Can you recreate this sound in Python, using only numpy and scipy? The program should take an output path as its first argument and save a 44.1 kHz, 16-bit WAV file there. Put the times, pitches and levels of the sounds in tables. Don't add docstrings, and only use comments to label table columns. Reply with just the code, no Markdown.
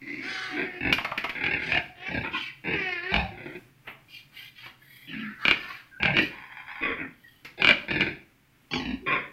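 import sys
import numpy as np
from scipy import signal
from scipy.fft import rfft, irfft, next_fast_len
from scipy.io import wavfile
from scipy.ndimage import map_coordinates

SR = 44100
rng = np.random.default_rng(int(sys.argv[2]) if len(sys.argv) > 2 else 0)


def persist_wave(psi):
    counts = np.round(np.clip(psi, -1, 1) * 32767).astype(np.int16)
    wavfile.write(sys.argv[1], SR, np.atleast_2d(counts).T)


N = 411012

THROAT_SAG_DB_PER_S, CHEST_SAG_DB_PER_S = 8, 9.5


def amp(db):
    return 10 ** (np.asarray(db) / 20)


def unit(x):
    return x / np.sqrt(np.mean(x ** 2) + 1e-20)


def along(points, hz):
    f, v = np.transpose(points)
    return np.interp(np.log(hz + 1), np.log(f + 1), v)


def add(track, s, x):
    start = max(0, round(s * SR))
    track[start:start + len(x)] += x[:max(0, N - start)]


def wobble(n, rate):
    knots = rng.standard_normal(int(n * rate / SR) + 4)
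    return map_coordinates(knots, [np.arange(n) * rate / SR])


def noise(n, spectrum):
    m = next_fast_len(n)
    white = rfft(rng.standard_normal(m))
    gains = amp(along(spectrum, np.fft.rfftfreq(m, 1 / SR)))
    return unit(irfft(white * gains, m)[:n])


def gate(n, fade):
    i = np.arange(n)
    return np.clip(np.minimum(i, n - i) / (fade * SR), 0, 1)


def resonate(x, hz, width, order=3):
    carrier = np.exp(2j * np.pi * np.cumsum(hz + np.zeros(len(x))) / SR)
    sides = signal.butter(order, min(width / 2, SR / 4), fs=SR, output='sos')
    return np.real(carrier * signal.sosfilt(sides, x / carrier))


def pen(x, near_db, tail_db, near_t60=0.093):
    # frequency in Hz, time to fall by 60 dB in seconds.
    tail_t60 = [(100, 0.51), (500, 0.48), (2500, 0.38), (6000, 0.43), (14000, 0.41)]
    hz, t, z = signal.stft(rng.standard_normal((2, SR // 2)), SR, nperseg=256)
    near = signal.istft(z[0] * amp(-60 * t / near_t60), SR, nperseg=256)[1]
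    tail = signal.istft(z[1] * amp(-60 * t / along(tail_t60, hz)[:, None]), SR, nperseg=256)[1]
    echo = amp(near_db) * near / np.linalg.norm(near) + amp(tail_db) * tail / np.linalg.norm(tail)
    gap = np.zeros(round(0.00198 * SR))
    response = np.concatenate([[1], gap, echo])
    return signal.fftconvolve(x, response / np.linalg.norm(response))


def flutter(n, rate, rough, jitter=0.11, scatter_db=3.0, decay_s=0.013, leak=0.67):
    cycles = np.cumsum(rate * np.exp(jitter * wobble(n, rate))) / SR
    flaps = np.diff(np.floor(cycles + .8), prepend=0)
    flaps = flaps * amp(scatter_db * rng.standard_normal(n))
    opening = signal.lfilter([1], [1, -np.exp(-1 / (decay_s * SR))], flaps)
    air = (unit(opening) + leak) * rng.standard_normal(n)
    return np.sqrt(1 - rough) * unit(flaps) + np.sqrt(rough) * unit(air)


def effort(t, attack, hold, release, sag_db):
    attack_db, release_db = 8.5, 23
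    building = np.clip(1 - t / attack, 0, 1)
    letting_go = np.maximum(t - attack - hold, 0) / release
    return -attack_db * building - sag_db * np.clip(t - attack, 0, hold) - release_db * letting_go


def yard(drift_db=1.5):
    # frequency in Hz, relative level in dB.
    air_spectrum = [(25, -5), (90, -5.5), (180, -6.5), (290, -3), (450, -16.5), (1000, -16), (2300, -12.5),
                    (4000, -23.5), (8000, -29), (15700, -25.5)]
    # time in seconds, level in dB.
    drone_levels = [(0, -58.5), (3.9, -63), (5.0, -63), (6.0, -66.5), (9.3, -72.5)]
    air_db, drone_hz, drone_width_hz = -62.5, 131.2, 30
    drone = unit(resonate(rng.standard_normal(N), drone_hz, drone_width_hz))
    drone_db = np.interp(np.arange(N) / SR, *np.transpose(drone_levels))
    air = amp(air_db + drift_db * wobble(N, 8.3)) * noise(N, air_spectrum)
    return air + amp(drone_db) * drone


def blow(db, thud_db, snap_db, length):
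    # frequency in Hz, width in Hz, relative level in dB.
    thud_modes = [(700, 180, -10), (880, 130, -4.5), (1110, 170, -6), (1336, 150, -8)]
    # frequency in Hz, relative level in dB.
    smack_spectrum = [(100, -12.5), (300, -7.5), (900, -21.5), (2250, 0), (2800, -6), (3600, -18),
                      (7000, -63)]
    # frequency in Hz, relative level in dB.
    snap_spectrum = [(2000, -15), (3500, -6), (4800, -4.5), (6500, -19), (9000, -28), (13000, -17.5),
                     (16000, -38.5)]
    t = np.arange(SR // 4) / SR
    n = len(t)
    push = rng.standard_normal(n)
    thud = unit(sum(amp(level) * resonate(push, hz, width) for hz, width, level in thud_modes))
    smack = amp(1.0) * noise(n, smack_spectrum)
    sound = amp(thud_db) * thud + smack + amp(snap_db) * noise(n, snap_spectrum)
    shape = amp(-60 * t / length) * (1 - np.exp(-t / 0.0018))
    return amp(db - 7.5) * pen(sound * shape, near_db=-14.0, tail_db=-4.5)


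def knocks():
    # start in seconds, level in dB before the cut of 7.5 dB in blow(),
    # thud in dB, snap in dB.
    ear_slaps = [(0.9261, -15, -31, -1), (0.981, -12, -1.5, -28), (1.045, -12, -0.5, -17),
                 (1.114, -21.5, 10, -18), (1.176, -10, -31, -16), (1.24, -13, 1, -15.5),
                 (1.293, -15.5, -32, -15.5)]
    # the same four columns, then time to fall by 60 dB in seconds.
    bumps = [(3.874, -27, -4.5, -44, 0.13), (4.659, -33, -1.5, -12, 0.1), (7.447, -28.5, -13.5, -8.5, 0.14)]
    slap_s = 0.057
    out = np.zeros(N)
    for s, db, thud_db, snap_db in ear_slaps:
        add(out, s, blow(db, thud_db, snap_db, slap_s))
    for s, db, thud_db, snap_db, length in bumps:
        add(out, s, blow(db, thud_db, snap_db, length))
    return out


def cavity_ring(length, hz, width, glide, wander=0.11):
    n = round(length * SR)
    centre = hz * np.linspace(1, glide, n) + wander * width * wobble(n, 18.15)
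    return unit(resonate(flutter(n, 45, 0.94, scatter_db=5.5), centre, width))


def near_floor(x):
    reflection, delay_s, sway = 0.8, 0.0024, 0.079
    i = np.arange(len(x))
    lag = delay_s * SR * np.exp(sway * wobble(len(x), 6.7))
    return (x + reflection * np.interp(i - lag, i, x)) / np.hypot(1, reflection)


def swelling(x, db, sputter_db=2.0):
    n = len(x)
    swell = np.sin(np.pi * np.arange(n) / n) * amp(db + sputter_db * wobble(n, 128))
    return pen(swell * x, near_db=-1.5, tail_db=-3.5, near_t60=.05)


def snuffles(hiss_follow=0.6):
    # start in seconds, length in seconds, level in dB, centre in Hz, width in Hz,
    # hiss in dB, fizz in dB, glide as last over first.
    breaths = [(0.19, 0.4, -36, 1900, 890, -4.5, -44.5, 0.83),
               (1.581, 0.21, -38.5, 2220, 1240, -6.5, -36.5, 1.3),
               (2.305, 0.21, -32.5, 3050, 875, -14, -36, 0.73),
               (3.842, 0.11, -49.5, 1790, 1910, -33, -15, 0.62),
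               (4.077, 0.16, -48.5, 2760, 910, -4, -15.5, 0.91),
               (4.314, .19, -43, 2300, 1500, -9.5, -14.5, 1.1),
               (4.535, 0.19, -46.5, 2620, 1650, -10, -19.5, 0.83),
               (4.773, 0.34, -52, 1875, 476, -11.5, -7, 1.12),
               (5.083, 0.36, -42.5, 1790, 636, -24, -31.5, 0.89),
               (5.384, 0.19, -34.5, 1570, 736, -14.5, -31, 1.3),
               (5.526, 0.32, -40.5, 2180, 1420, -11.5, -23.5, 0.92),
               (6.15, 0.16, -46, 2600, 1500, -1.5, -15.5, 0.81),
               (7.088, 0.4, -66, 3240, 500, -8, -4.5, 0.95)]
    # frequency in Hz, width in Hz, relative level in dB.
    hiss_modes = [(3150, 530, 0), (3983, 600, -1), (4684, 650, -0.5), (5970, 860, -13), (8000, 3200, -17.5)]
    # frequency in Hz, relative level in dB.
    fizz_spectrum = [(5000, -45.5), (8000, -7.5), (11000, -6.5), (13200, 6.5), (15500, -8.5)]
    out = np.zeros(N)
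    for s, length, db, hz, width, hiss_db, fizz_db, glide in breaths:
        cavity = cavity_ring(length, hz, width, glide)
        n = len(cavity)
        slide = glide ** (hiss_follow * np.linspace(-.5, .5, n))
        hiss = unit(sum(amp(level) * unit(resonate(rng.standard_normal(n), f * slide, w))
                        for f, w, level in hiss_modes))
        air = cavity + amp(hiss_db) * hiss + amp(fizz_db) * noise(n, fizz_spectrum)
        add(out, s, swelling(near_floor(air), db))
    return out


def narrow_tones():
    # start in seconds, length in seconds, level in dB, first pitch in Hz, glide as last over first.
    tones = [(1.721, 0.059, -29.5, 728, 0.99), (3.164, 0.12, -34.5, 746, 1.06), (4.8, 0.5, -58, 3305, 0.97),
             (5.907, 0.082, -44.5, 1560, 0.97), (7.231, 0.062, -48.5, 1860, 1),
             (7.682, 0.039, -28, 618, 0.91), (9.058, 0.12, -30.5, 1095, 0.95)]
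    out = np.zeros(N)
    for s, length, db, hz, glide in tones:
        width = 0.062 * hz
        add(out, s, swelling(cavity_ring(length, hz, width, glide), db))
    return out


def whines(jitter=0.0075, shimmer_db=2.5, uneven_db=2.5):
    # time in seconds, pitch in Hz, level in dB, shift of the resonances
    # as a ratio, boost of the upper harmonics in dB, hoarse air in dB.
    curves = [
        [(0.2, 319, -46.5, 0.88, -8, -5), (0.28, 385.3, -40, 0.74, -0.5, -4),
         (0.8, 357.4, -45, 1.08, -9.5, -2.5)],
        [(1.95, 341.4, -53, 1.44, -17, -3), (2.095, 388.6, -32.5, 1.13, 3, -4)],
        [(2.71, 443, -38, 0.97, -2, -7), (2.8, 387.7, -31.5, 1.05, 2, -7.5),
         (2.904, 359.7, -28, 1.03, 2.5, -18.5), (3.002, 342, -35, 0.95, 5, -13),
         (3.125, 393, -30.5, 0.95, 0, -6)],
    ]
    # frequency in Hz, relative level in dB.
    tract = [(150, -13), (370, -4.5), (740, -9), (1100, -12.5), (1450, -10.5), (1820, 5.5), (2200, 0),
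             (2600, -2), (2950, -10), (3400, -22), (4800, -20), (8000, -65.5), (15000, -70.5)]
    out = np.zeros(N)
    for rows in curves:
        times, *columns = np.transpose(rows)
        t = np.arange(times[0], times[-1], 1 / SR)
        n = len(t)
        hz, db, shift, bright_db, breath_db = (np.interp(t, times, c) for c in columns)
        phase = 2 * np.pi * np.cumsum(hz * (1 + jitter * wobble(n, 260))) / SR
        k = np.arange(1, 17)[:, None]
        gains = amp(along(tract, k * hz / shift) + bright_db * (k > 2))
        uneven = amp(uneven_db * np.array([wobble(n, 19.3) for _ in k]))
        partials = np.cos(k * phase + rng.uniform(0, 2 * np.pi, k.shape))
        tone = unit(np.sum(gains * uneven * partials, axis=0) / np.linalg.norm(gains, axis=0))
        voice = (tone + amp(breath_db) * noise(n, tract)) * amp(db + shimmer_db * wobble(n, 109.7))
        add(out, times[0], pen(gate(n, 0.0067) * voice, near_db=-4.5, tail_db=-3.5))
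    return out


def nasal_calls(rows, modes, rough, wander=0.035):
    out = np.zeros(N)
    for s, attack, hold, release, db, rate, glide in rows:
        t = np.arange(0, attack + hold + release, 1 / SR)
        n = len(t)
        folds = flutter(n, rate, rough, jitter=.15, scatter_db=4.0)
        jaw = glide ** np.linspace(-.5, .5, n) * np.exp(wander * wobble(n, 25.4))
        voice = unit(sum(amp(level) * unit(resonate(folds, hz * jaw, width)) for hz, width, level in modes))
        shape = gate(n, attack / 2) * amp(db + effort(t, attack, hold, release, THROAT_SAG_DB_PER_S))
        add(out, s, pen(shape * voice, near_db=-3, tail_db=-4.0, near_t60=0.082))
    return out


def croons_yaps_moans_squawks():
    # start in seconds, attack in seconds, hold in seconds, release in seconds,
    # level in dB, pulses a second, glide of the resonances as last over first.
    croons, yaps = [(0.0, 0.065, 0.23, 0.1, -35, 72.16, 1.09)], [(2.232, 0.0066, 0.011, 0.08, -28.5, 160, 0.96),
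                                    (2.328, 0.01, 0.026, 0.049, -27.5, 170, 0.91)]
    moans, squawks = [(6.3, 0.034, 0.12, 0.25, -43.5, 69.9, 1), (6.48, 0.045, 0.15, 0.09, -44, 59.9, 1.11),
                      (6.678, 0.0046, 0.11, 0.07, -39, 75.5, 0.91)], [(6.803, 0.019, 0.069, 0.12, -26, 132.8, 0.95),
                                     (9.06, 0.011, 0.089, 0.089, -24.5, 154.4, .98)]
    # frequency in Hz, width in Hz, relative level in dB.
    croon_modes, yap_modes = [(300, 138, -5), (2194, 230, -2.5), (2300, 780, -3.5), (2920, 3900, -15)], [(270, 130, -9), (943, 147, -5.5), (1378, 210, -2),
                                                   (1910, 140, -4.5), (2400, 310, 0), (3340, 1100, -15)]
    moan_modes, squawk_modes = [(970, 290, -4), (1684, 400, -1), (2270, 470, -0.5), (3290, 210, -12.5),
                                (3840, 200, -21.5), (4880, 270, -24)], [(202, 180, -10.5), (443, 200, -7), (1107, 136, -8.5),
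                                                    (1520, 375, -7.5), (1900, 180, -4), (2290, 386, 0),
                                                    (3380, 330, -13.5), (4850, 320, -33.5),
                                                    (1500, 1930, -11)]
    out = nasal_calls(croons, croon_modes, rough=0.46, wander=0.015)
    out += nasal_calls(yaps, yap_modes, rough=0.58)
    out += nasal_calls(moans, moan_modes, rough=0.44)
    out += nasal_calls(squawks, squawk_modes, rough=0.62, wander=0.023)
    return out


def hums(jitter=0.033):
    # start in seconds, length in seconds, level in dB, first pitch in Hz, last pitch in Hz.
    chest_notes = [(0.51, 0.14, -29.5, 292.5, 307), (5.12, 0.22, -38.5, 224, 209),
                   (8.87, 0.097, -30.5, 236, 256), (9.015, 0.057, -43.5, 365, 410)]
    out = np.zeros(N)
    for s, length, db, first_hz, last_hz in chest_notes:
        n = round(length * SR)
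        hz = np.linspace(first_hz, last_hz, n) * (1 + jitter * wobble(n, 122))
        tone = unit(np.sin(2 * np.pi * np.cumsum(hz) / SR))
        swell = gate(n, length / 3) * amp(db + 2.3 * wobble(n, 70))
        add(out, s, pen(swell * tone, near_db=-5.5, tail_db=-10.0))
    return out


def snorts(air=0.043, air_t60=0.013, throat_hz=2380, chest_db=-8, mouth_db=-10, pharynx_db=-5):
    # start in seconds, level in dB before the cut of 17.5 dB below.
    claps = [(0.9262, -11), (1.44, -24.5), (1.464, -22.5), (1.72, -20.5), (1.748, -21), (1.775, -22),
             (3.141, -14.5), (3.163, -18.5), (5.4527, -13), (5.4816, -9.5), (5.511, -9.5), (6.031, -15.5),
             (6.057, -15.5), (6.168, -14.5), (6.188, -15), (7.62, -14.5), (7.646, -9.5), (7.672, -10),
             (7.69, -8), (7.709, -10.5), (7.912, -21.5), (8.008, -14.5), (8.735, -22)]
    # multiple of the throat pitch, width in Hz, relative level in dB.
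    throat_modes = [(1, 262, 3), (1.168, 220, -2), (1.75, 800, -10.5)]
    crack_db, crack_width_hz = -2, 1840
    modes = [(k * throat_hz, width, level) for k, width, level in throat_modes]
    modes += [(278, 140, chest_db), (760, 395, mouth_db), (1670, 340, pharynx_db)]  # Hz, width Hz, dB
    modes += [(throat_hz, 100, -12.5)]
    out = np.zeros(N)
    t = np.arange(SR // 20) / SR
    for s, db in claps:
        shock = (t == 0) + air * amp(-60 * t / air_t60) * rng.standard_normal(len(t))
        clap = sum(amp(level) * unit(resonate(shock, hz, width, order=2)) for hz, width, level in modes)
        clap += amp(crack_db) * unit(resonate(shock, throat_hz, crack_width_hz))
        add(out, s, amp(db - 17.5) * pen(clap, near_db=-4.0, tail_db=-6.5))
    return out


def airway(x, chest_hz, mouth_hz, throat_hz, chest_share=0.75, mouth_width=430, belly_hz=112, belly_width=105):
    # multiple of the throat pitch, width in Hz, relative level in dB.
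    throat_modes = [(.71, 246.5, 5), (.96, 376, 6), (1.11, 261, 5)]
    # multiple of the throat pitch, width in Hz, relative level in dB.
    nose_modes = [(1.52, 313.4, 10), (1.8, 415, 2), (2.14, 330, -2), (4.3, 8030, -32)]

    def bank(modes):
        return sum(amp(db) * resonate(x, k * throat_hz, width) for k, width, db in modes)

    low = signal.sosfilt(signal.butter(4, 50, 'highpass', fs=SR, output='sos'), x)
    chest = resonate(low, chest_hz, chest_share * np.mean(chest_hz))
    belly = resonate(low, belly_hz, belly_width)
    mouth = resonate(x, mouth_hz, mouth_width)
    return np.array([unit(p) for p in (bank(throat_modes), chest, belly, mouth, bank(nose_modes))])


def grunts(wander=0.033, jitter=.12, scatter_db=3.2):
    # start in seconds, attack in seconds, hold in seconds, release in seconds, throat in dB,
    # chest in dB, belly in dB re chest, mouth in dB re throat, nose in dB re throat, pulses a second,
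    # roughness from 0 to 1, chest in Hz, mouth in Hz, throat in Hz, throat glide as last over first.
    pushes = [(0.469, 0.13, 0.032, 0.071, -30.5, -34, -14, -14.5, -15.5, 108, 0.4, 315, 809, 2187, 1.02),
              (0.801, 0.063, 0.048, 0.018, -27, -30.5, -1, -11.5, -21, 43.2, 0.28, 230, 726, 2330, 0.96),
              (1.346, 0.016, 0.31, 0.08, -30.5, -38.5, -5, -14.5, -18, 37, 0.48, 297, 726, 2298, 0.98),
              (1.685, 0.046, 0.05, 0.046, -25.5, -38.5, -2.5, -13.5, -22, 37.4, 0.5, 254, 740, 2400, 1.01),
              (2.076, 0.034, 0.042, 0.25, -34.5, -35, -4.5, -7.5, -13, 32, 0.65, 295, 726, 2450, 0.94),
              (2.637, 0.036, 0.073, 0.11, -29, -33, -5, -15, -22.5, 83, 0.18, 300, 800, 2420, 0.94),
              (3.113, 0.037, 0.044, 0.11, -31.5, -29.5, -2, 0, -9, 46.7, 0.68, 140, 785, 2446, 0.98),
              (3.31, 0.064, 0.18, 0.058, -44, -42.5, -19, -8.5, -17, 37, 0.53, 270, 726, 2270, 0.97),
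              (5.07, 0.067, 0.017, 0.19, -34, -37.5, -18, -25.5, -18.5, 58, 0.48, 224, 726, 2540, 0.87),
              (5.996, 0.057, 0.044, 0.063, -25, -33, -0.5, -8, -29, 38.3, 0.5, 165, 760, 2400, 1),
              (6.134, 0.046, 0.0092, 0.081, -21, -28, -6, -15.5, -19, 55, 0.58, 288, 726, 2434, 1.09),
              (6.972, 0.014, 0.026, 0.11, -35.5, -38.5, -15, -14.5, -35, 85, 0.2, 245, 726, 2190, 0.985),
              (7.572, 0.027, 0.058, 0.018, -40, -39, -9, -2.5, -5, 53, 0.7, 278, 640, 2320, 0.91),
              (7.673, 0.02, 0.017, 0.018, -23.5, -33.5, -17, -10, -20, 52, 0.65, 284, 606, 2400, 0.95),
              (7.878, 0.044, 0.14, 0.12, -28, -31.5, -6.5, -13.5, -14, 45.7, 0.25, 265, 760, 2390, 0.98),
              (8.706, 0.028, 0.041, 0.097, -32, -31, -8.5, -6, -7.5, 47.5, 0.44, 270, 880, 2706, 0.97),
              (8.834, 0.021, 0.06, 0.074, -38, -32.5, -5, -9, -12, 58.6, 0.01, 236, 830, 2594, 0.96)]
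    soft_attack_s = 0.13
    chest_lag_s = 0.0085
    out = np.zeros(N)
    for (s, attack, hold, release, throat_db, chest_db, belly_db, mouth_db, nose_db, rate, rough,
         chest_hz, mouth_hz, throat_hz, glide) in pushes:
        t = np.arange(0, attack + hold + release, 1 / SR)
        n = len(t)
        throat = throat_db + effort(t, attack, hold, release, THROAT_SAG_DB_PER_S)
        chest = chest_db + effort(t - chest_lag_s, attack, hold, release, CHEST_SAG_DB_PER_S)
        jaw = np.exp(wander * wobble(n, 22.04))
        folds = flutter(n, rate, rough, jitter, scatter_db)
        parts = airway(folds, chest_hz * jaw, mouth_hz * jaw, throat_hz * np.linspace(1, glide, n) * jaw)
        levels = [throat, chest, chest + belly_db, throat + mouth_db, throat + nose_db]
        voice = np.sum(amp(levels) * parts, axis=0)
        fade = attack * min(attack / soft_attack_s, 1) ** 3
        shape = np.minimum(t / fade, 1) * gate(n, 0.002)
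        add(out, s, pen(shape * voice, near_db=1.5, tail_db=-5.5, near_t60=0.082))
    return out


def scene():
    background = yard() + knocks()
    breath = snuffles() + narrow_tones()
    voices = whines() + croons_yaps_moans_squawks() + hums() + snorts() + grunts()
    return (background + breath + voices)[None]


def record(dry, ceiling=0.75):
    top_hz = 15800
    x = dry / (1 + np.abs(dry / ceiling) ** 6) ** (1 / 6)
    m = next_fast_len(N + SR // 2)
    return irfft(rfft(x, m) * (np.fft.rfftfreq(m, 1 / SR) < top_hz), m)[..., :N]


dry = scene()
out = record(dry)
persist_wave(out)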